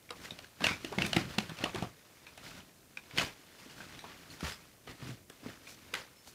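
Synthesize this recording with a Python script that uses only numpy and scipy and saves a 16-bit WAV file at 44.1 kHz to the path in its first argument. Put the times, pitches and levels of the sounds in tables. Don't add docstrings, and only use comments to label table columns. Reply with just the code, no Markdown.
import sys
import numpy as np
from scipy import signal
from scipy.io import wavfile
from scipy.ndimage import uniform_filter1d

SR = 44100
rng = np.random.default_rng(int(sys.argv[2]) if len(sys.argv) > 2 else 0)


def generate_wav(sig):
    pcm = np.round(np.clip(np.atleast_2d(sig).T, -1, 1) * 32767).astype(np.int16)
    wavfile.write(sys.argv[1], SR, pcm)


N = 279594

# multiple of its pitch, level in dB, seconds to fade by 60 dB.
PIECE_TONES = [(1, 0, .011), (1.5, -6, .006), (.68, -7, .008), (2.1, -9, .005)]
# start in seconds, level in dB, pitch in Hz, splintering from
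# 0 (clean clack) to 1 (all splinters), woody body in dB, rattle in dB (both relative to the crack).
SNAPS = [(0.091, -41, 2270, .4, -36, -11), (0.106, -28, 1190, .7, -37, -11),
         (0.256, -41, 1950, 0, -23, -11), (0.307, -29, 3740, 0.2, -15, -17),
         (0.389, -35.5, 3000, 0.67, -12, -16), (0.444, -40.5, 1640, 0.54, -23, -19),
         (0.606, -30.5, 1710, 0.58, -5.5, -4), (0.619, -28, 1170, .55, -28, -28),
         (0.641, -16, 2760, 0.63, -9.5, -3.5), (0.667, -13.5, 2460, 0.5, -11, -10),
         (0.686, -24, 2200, 0.07, -40, 0), (0.717, -29, 2360, 0.2, -26, 0),
         (0.847, -27.5, 2900, 0.72, -10, -10.5), (0.925, -30.5, 1020, 0.43, -3, -3.5),
         (0.985, -20, 2135, 0.36, -7, -14), (1.02, -17, 2730, 0.57, -41, -15),
         (1.049, -24, 2380, 0.36, -19, -7), (1.064, -28.5, 2440, 1, -13, -21),
         (1.131, -17.5, 2900, 0.49, -10.5, -19), (1.165, -14.5, 2030, 0.67, -6, -5.5),
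         (1.384, -16, 2720, 0.66, -5.5, -15), (1.459, -40, 3070, 0.4, -11, -13),
         (1.495, -32, 1710, 0.63, -11, -1), (1.569, -39, 2960, .45, -23, -8),
         (1.587, -32.5, 2660, 0.57, -11, -16), (1.64, -20.5, 2850, 0.54, -9, -28),
         (1.657, -31.5, 1145, 0.14, 0, 0.5), (1.694, -38.5, 2580, 0.3, -2, -18),
         (1.747, -30.5, 1080, 0.82, -8, -3.5), (1.758, -29.5, 1100, 0.8, -10, -5.5),
         (1.824, -29.5, 1180, .7, -1.5, -7), (2.267, -39.5, 2480, 0.53, -42, -3.5),
         (2.376, -42, 2540, 0.97, -3, -0.5), (2.603, -43, 3030, .35, -24, -16),
         (2.972, -28.5, 2470, 0.3, -20.5, -13.5), (3.11, -41, 2247, 0.5, -11, -5),
         (3.176, -20, 2410, 0.56, -35, -12), (3.183, -15, 3000, 0.57, -35, -9),
         (3.196, -22, 2580, 0.5, -7, -16), (3.696, -49, 2940, .55, -19, 3),
         (3.804, -37, 1580, 0.2, -20, -3), (3.991, -36, 3860, 0.57, -29, -7),
         (4.041, -38.5, 1030, 0.38, -5, 1.5), (4.302, -42, 4320, 0.4, -17, -2),
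         (4.407, -33.5, 1460, 0.63, -9, -20), (4.433, -35, 1160, 0.5, -26, -2.5),
         (4.52, -32.5, 5080, .55, -33, -5), (4.874, -40.5, 1920, .6, -2, 5.5),
         (5.299, -38.5, 1660, 0.93, -18, -11), (5.5, -43, 1840, .3, -21, -7),
         (5.67, -41, 2380, .5, -16, 1.5), (5.939, -23, 1600, 0.73, -18, -10),
         (5.951, -26.5, 2050, 0.55, -34, -10.5), (6.274, -42, 4530, 0.8, -4, -16)]

def snap(noise, db, hz, splintering, wood_db, rattle_db):
    t = np.arange(len(noise)) / SR
    burst = noise * (t / 0.0022) ** 2 * np.exp(-t / 0.0013)
    blow = 9 * np.exp(-((t - .002) * hz * 5) ** 2)
    tones = sum(gain(tone_db) * ring(ring(blow + burst, hz * k, fade_s), hz * k, fade_s / 2) * k
                for k, tone_db, fade_s in PIECE_TONES)
    splinters = unit_peak(band(burst, 1120, 4120))
    crack = unit_peak((1 - splintering) * unit_peak(tones) + splintering * splinters)
    treble_db = -2.5 - 0.18 * (db + 34.5) - 33.5 * (1 - splintering)
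    treble = gain(treble_db) * unit_peak(band(burst, 2400, 9700))
    wood = gain(wood_db) * unit_peak(band(burst, 590, 1030))
    grainy = noise[::-1] ** 3
    patter = grainy * (1 - np.exp(-(t / 0.0037) ** 2)) * np.exp(-t / 0.023)
    rattle = sum(gain(tone_db) * ring(patter, hz * k, fade_s) for k, tone_db, fade_s in PIECE_TONES)
    return gain(db) * (crack + treble + wood + gain(rattle_db) * unit_peak(rattle))

# multiple of its pitch, strength in dB.
BOARD_TONES = [(0.983, 4), (1.747, -1.5), (0.669, -12), (2.5, -21)]
# start in seconds, peak level in dB, pitch in Hz,
# seconds for a tone at that pitch to fade by 60 dB.
KNOCKS = [(0.106, -40, 490, 0.088), (0.321, -41.5, 201, 0.035), (0.608, -38.5, 179, 0.24),
          (0.623, -33.5, 240, 0.046), (0.667, -32, 111, 0.12), (0.711, -30.5, 171, 0.038),
          (0.847, -32.5, 340, 0.025), (0.919, -37, 417, 0.075), (.980, -25, 199, 0.13),
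          (1.044, -33, 207.5, 0.17), (1.129, -46, 157, 0.096), (1.164, -25, 337.6, 0.13),
          (1.169, -18.5, 180, 0.025), (1.247, -42, 135, 0.11), (1.306, -39, 74, 0.12),
          (1.383, -23.5, 208, 0.072), (1.494, -39, 169, 0.11), (1.519, -35.5, 163, 0.033),
          (1.606, -37, 138, 0.086), (1.639, -25.5, 304, 0.027), (1.746, -31.5, 381, 0.088),
          (1.759, -32, 113, 0.095), (1.825, -24, 166, 0.038), (3.137, -41.5, 148, 0.13),
          (3.184, -29, 167, 0.079), (3.238, -36, 142.6, 0.063), (3.662, -45, 263, 0.055),
          (3.814, -52, 123, 0.12), (4.042, -54, 224, 0.17), (4.430, -29, 183, 0.02), (4.44, -30, 74, 0.18),
          (4.877, -51, 418, 0.048), (5.026, -36.5, 131, 0.19), (5.066, -39, 127.6, 0.081),
          (5.094, -35.5, 127, 0.16), (5.302, -45.5, 427, 0.027), (5.433, -45.5, 296.5, 0.051),
          (5.463, -33, 246, 0.052), (5.936, -38, 506, 0.036)]

def knock(noise, db, hz, fade_s):
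    t = np.arange(len(noise)) / SR
    push = np.exp(-((t - .002) / 0.00057) ** 2)
    bumps = 0.41 * uniform_filter1d(noise, 20) * np.exp(-t / 0.0076)
    force = np.gradient(push + bumps)
    tones = sum(gain(tone_db) * ring(force, hz * k, fade_s / np.sqrt(k)) / k
                for k, tone_db in BOARD_TONES)
    return gain(db) * unit_peak(tones)

# time in seconds, crunch level in dB, floor rumble level in dB.
SHUFFLE = [(0, -69, -66.5), (.33, -58.5, -55), (.57, -67.5, -70.5), (0.901, -54.5, -57), (1.25, -57, -46),
           (1.55, -55.5, -68), (1.84, -53.5, -42.5), (1.93, -65.5, -67), (2.35, -62.5, -63),
           (2.9, -68.5, -64), (3.1, -61.5, -62.5), (3.45, -62, -64), (3.9, -57.5, -57), (4.599, -61.5, -63),
           (4.84, -70, -65.5), (4.97, -61.5, -68), (5.25, -74, -66), (5.339, -64, -65), (5.9, -61.5, -59.5),
           (6.2, -67, -67.5)]
# time of full weight in seconds, seconds held, crunch level in dB,
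# fine dust in dB relative to the crunch, floor rumble level in dB.
PRESSES = [(.17, 0.046, -60, -5, -58), (0.248, 0.0062, -48, -6, -62), (.43, 0.0065, -60, -9, -67),
           (0.632, 0.083, -45.5, -9, -45.5), (.835, 0.04, -56.5, -6, -50.5),
           (1.012, 0.0092, -41, -15, -36.5), (1.059, 0.021, -48.5, -3, -54),
           (1.15, 0.058, -41.5, -12.5, -43), (1.31, 0.03, -48.5, -9, -57), (1.419, 0.021, -51, -12, -49),
           (1.62, 0.037, -44.5, -19, -45.5), (1.78, 0.035, -49.5, -14, -59),
           (2.448, 0.052, -51.5, -7, -54.5), (2.55, 0.037, -55, -8, -55), (3.17, .015, -49.5, -8, -50),
           (3.213, 0.0056, -34.5, -10, -40.5), (3.6, 0.017, -58.5, -4.5, -74), (3.7, 0.023, -61, -2, -62),
           (3.79, 0.057, -58, -4, -64), (3.92, 0.044, -58.5, -13, -57), (4.09, 0.025, -53.5, -23, -66),
           (4.329, 0.0061, -58.5, 0.5, -54.5), (4.445, 0.052, -43.5, -6.5, -56),
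           (4.898, 0.0066, -53.5, -8, -49.5), (5.02, .03, -53, -10.5, -53), (5.075, 0.035, -53, -5.5, -48),
           (5.17, 0.035, -70.5, -3, -61.5), (5.44, 0.032, -57, -10, -55.5), (5.49, 0.011, -54, -8, -48.5),
           (5.694, 0.017, -59.5, 5.5, -65), (5.969, .025, -46.5, -10, -58), (6.278, 0.004, -63, 6.5, -58)]

def footwork():
    press_db_per_s, lift_db_per_s, shuffle_dust_db = 336, 232, -7
    t = np.arange(N) / SR
    times, crunch_db, rumble_db = np.transpose(SHUFFLE)
    shuffle_db = [np.interp(t, times, db) for db in (crunch_db, crunch_db + shuffle_dust_db, rumble_db)]
    power = gain(shuffle_db) ** 2
    for full_s, held_s, crunch_db, dust_db, rumble_db in PRESSES:
        before_s, after_s = np.maximum(full_s - t, 0), np.maximum(t - full_s - held_s, 0)
        weight = gain(-press_db_per_s * before_s - lift_db_per_s * after_s)
        power += np.outer(gain([crunch_db, crunch_db + dust_db, rumble_db]), weight) ** 2
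    return np.sqrt(power)

def grains(per_second, spread_db):
    size = gain(spread_db * np.minimum(rng.exponential(1, N), 5))
    return size * rng.choice([-1., 1.], N) * (rng.random(N) < per_second / SR)

# frequency in Hz, relative level in dB.
GRIT_SPECTRUM = [(240, -45), (400, 1.5), (640, -0.5), (712, -1.5), (1370, 3), (1770, 3), (2470, 2.5),
                 (2790, 1.5), (5030, -4.5), (15000, -16.5)]
# frequency in Hz, relative level in dB.
FLOOR_SPECTRUM = [(18, -55), (30, 1), (55, -3), (128, -2.5), (313, -5.5), (392, -9.5), (430, -14),
                  (700, -14.5), (910, -43.5), (1540, -120)]

def grit():
    wander = uniform_filter1d(uniform_filter1d(rng.standard_normal(N), 300), 300)
    clumps = gain(1.07 * unit_rms(wander))
    chips = sum(ring(grains(150, spread_db=3), hz, fade_s=.009) for hz in np.geomspace(550, 7000, 16))
    breaks = unit_rms(grains(8000, spread_db=2)) + .5 * unit_rms(chips)
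    crush = colour(clumps * breaks, GRIT_SPECTRUM)
    crunch = unit_rms(keep_side(crush, "low", hz=5000, order=4))
    dust = unit_rms(keep_side(crush, "high", hz=5000, order=4))
    rumble = colour(clumps * grains(1500, spread_db=1.9), FLOOR_SPECTRUM)
    return (footwork() * [crunch, dust, rumble]).sum(0)

# delay in seconds, level in dB.
WALL_ECHOES = [(0.012, -18.5), (0.018, -17), (0.023, -22), (0.03, -39)]
# frequency in Hz, seconds to fade by 60 dB.
ROOM_FADES = [(100, 0.33), (400, 0.33), (1800, 0.043), (5000, 0.11), (12000, 0.41)]

def room_echo(sound):
    echoes = np.zeros(SR // 2)
    slots = np.arange(500, len(echoes) - 20, 20)
    echoes[slots + rng.integers(0, 20, len(slots))] = rng.choice([-1., 1.], len(slots))
    hz, t, bands = signal.stft(echoes, SR, nperseg=256)
    fade = gain(-60 * t / look_up(ROOM_FADES, hz)[:, None])
    tail = signal.istft(bands * fade, SR, nperseg=256)[1]
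    tail *= gain(-13.5) / np.linalg.norm(tail)
    for delay_s, db in WALL_ECHOES:
        add(tail, delay_s, gain([db]))
    return signal.fftconvolve(sound, tail)[:N]

# start in seconds, length in seconds, pitch in Hz, level in dB.
CHIRPS = [(5.54, .045, 5200, -71), (6.156, 0.07, 5300, -66.5)]

def chirp(length_s, hz, db):
    t = np.arange(round(length_s * SR)) / SR
    return gain(db) * np.sqrt(2) * np.sin(2 * np.pi * hz * t) * signal.windows.tukey(len(t), .4)

# frequency in Hz, relative level in dB.
HISS_SPECTRUM = [(15, -48), (25, 12), (107, -17.5), (313, -3), (410, 1), (1110, -13), (1270, -19),
                 (1660, -24), (2420, -17.5), (6210, -9), (14300, -11), (15500, -13.5)]

def hiss(db=-65):
    return gain(db) * colour(rng.standard_normal(N), HISS_SPECTRUM)

def ring(force, hz, fade_s):
    decay = 10 ** (-3 / (fade_s * SR))
    angle = 2 * np.pi * min(hz, .45 * SR) / SR
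    return signal.lfilter([np.sin(angle)], [1, -2 * decay * np.cos(angle), decay ** 2], force)

def colour(sound, spectrum):
    hz = abs(np.fft.fftfreq(8192, 1 / SR))
    log_gain = np.log(gain(np.maximum(look_up(spectrum, hz), -100)))
    response = np.exp(np.conj(signal.hilbert(log_gain)))
    taps = np.fft.ifft(response).real[:4096]
    return unit_rms(signal.oaconvolve(sound, taps)[:N])

def look_up(table, hz):
    row_hz, values = np.transpose(table)
    return np.interp(np.log(hz + 1), np.log(row_hz + 1), values)

def keep_side(sound, side, hz, order):
    return signal.sosfilt(signal.butter(order, hz, side, fs=SR, output="sos"), sound)

def band(sound, low_hz, high_hz):
    return signal.sosfilt(signal.butter(2, [low_hz, high_hz], "band", fs=SR, output="sos"), sound)

def gain(db):
    return 10 ** (np.asarray(db) / 20)

def unit_peak(sound):
    return sound / abs(sound).max()

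def unit_rms(sound):
    return sound / np.sqrt(np.mean(sound ** 2) + 1e-20)

def add(mix, start_s, sound):
    part = mix[round(start_s * SR):][:len(sound)]
    part += sound[:len(part)]

def scene():
    events = np.zeros(N)
    for start_s, *settings in SNAPS:
        add(events, start_s - .0015, snap(rng.standard_normal(6000), *settings))
    for start_s, *settings in KNOCKS:
        add(events, start_s - .0025, knock(rng.standard_normal(9000), *settings))
    for start_s, *settings in CHIRPS:
        add(events, start_s, chirp(*settings))
    crunch = grit()
    mono = events + crunch + hiss() + room_echo(events + .5 * crunch)
    return np.tile(mono, (2, 1))

def record(dry):
    bass_edge_hz, treble_edge_hz = 65, 15650
    thinned = keep_side(dry, "high", bass_edge_hz, order=2)
    treble_cut = signal.firwin(511, treble_edge_hz, window=("kaiser", 9), fs=SR)
    return signal.oaconvolve(thinned, treble_cut[None], "same")

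dry = scene()
out = record(dry)
generate_wav(out)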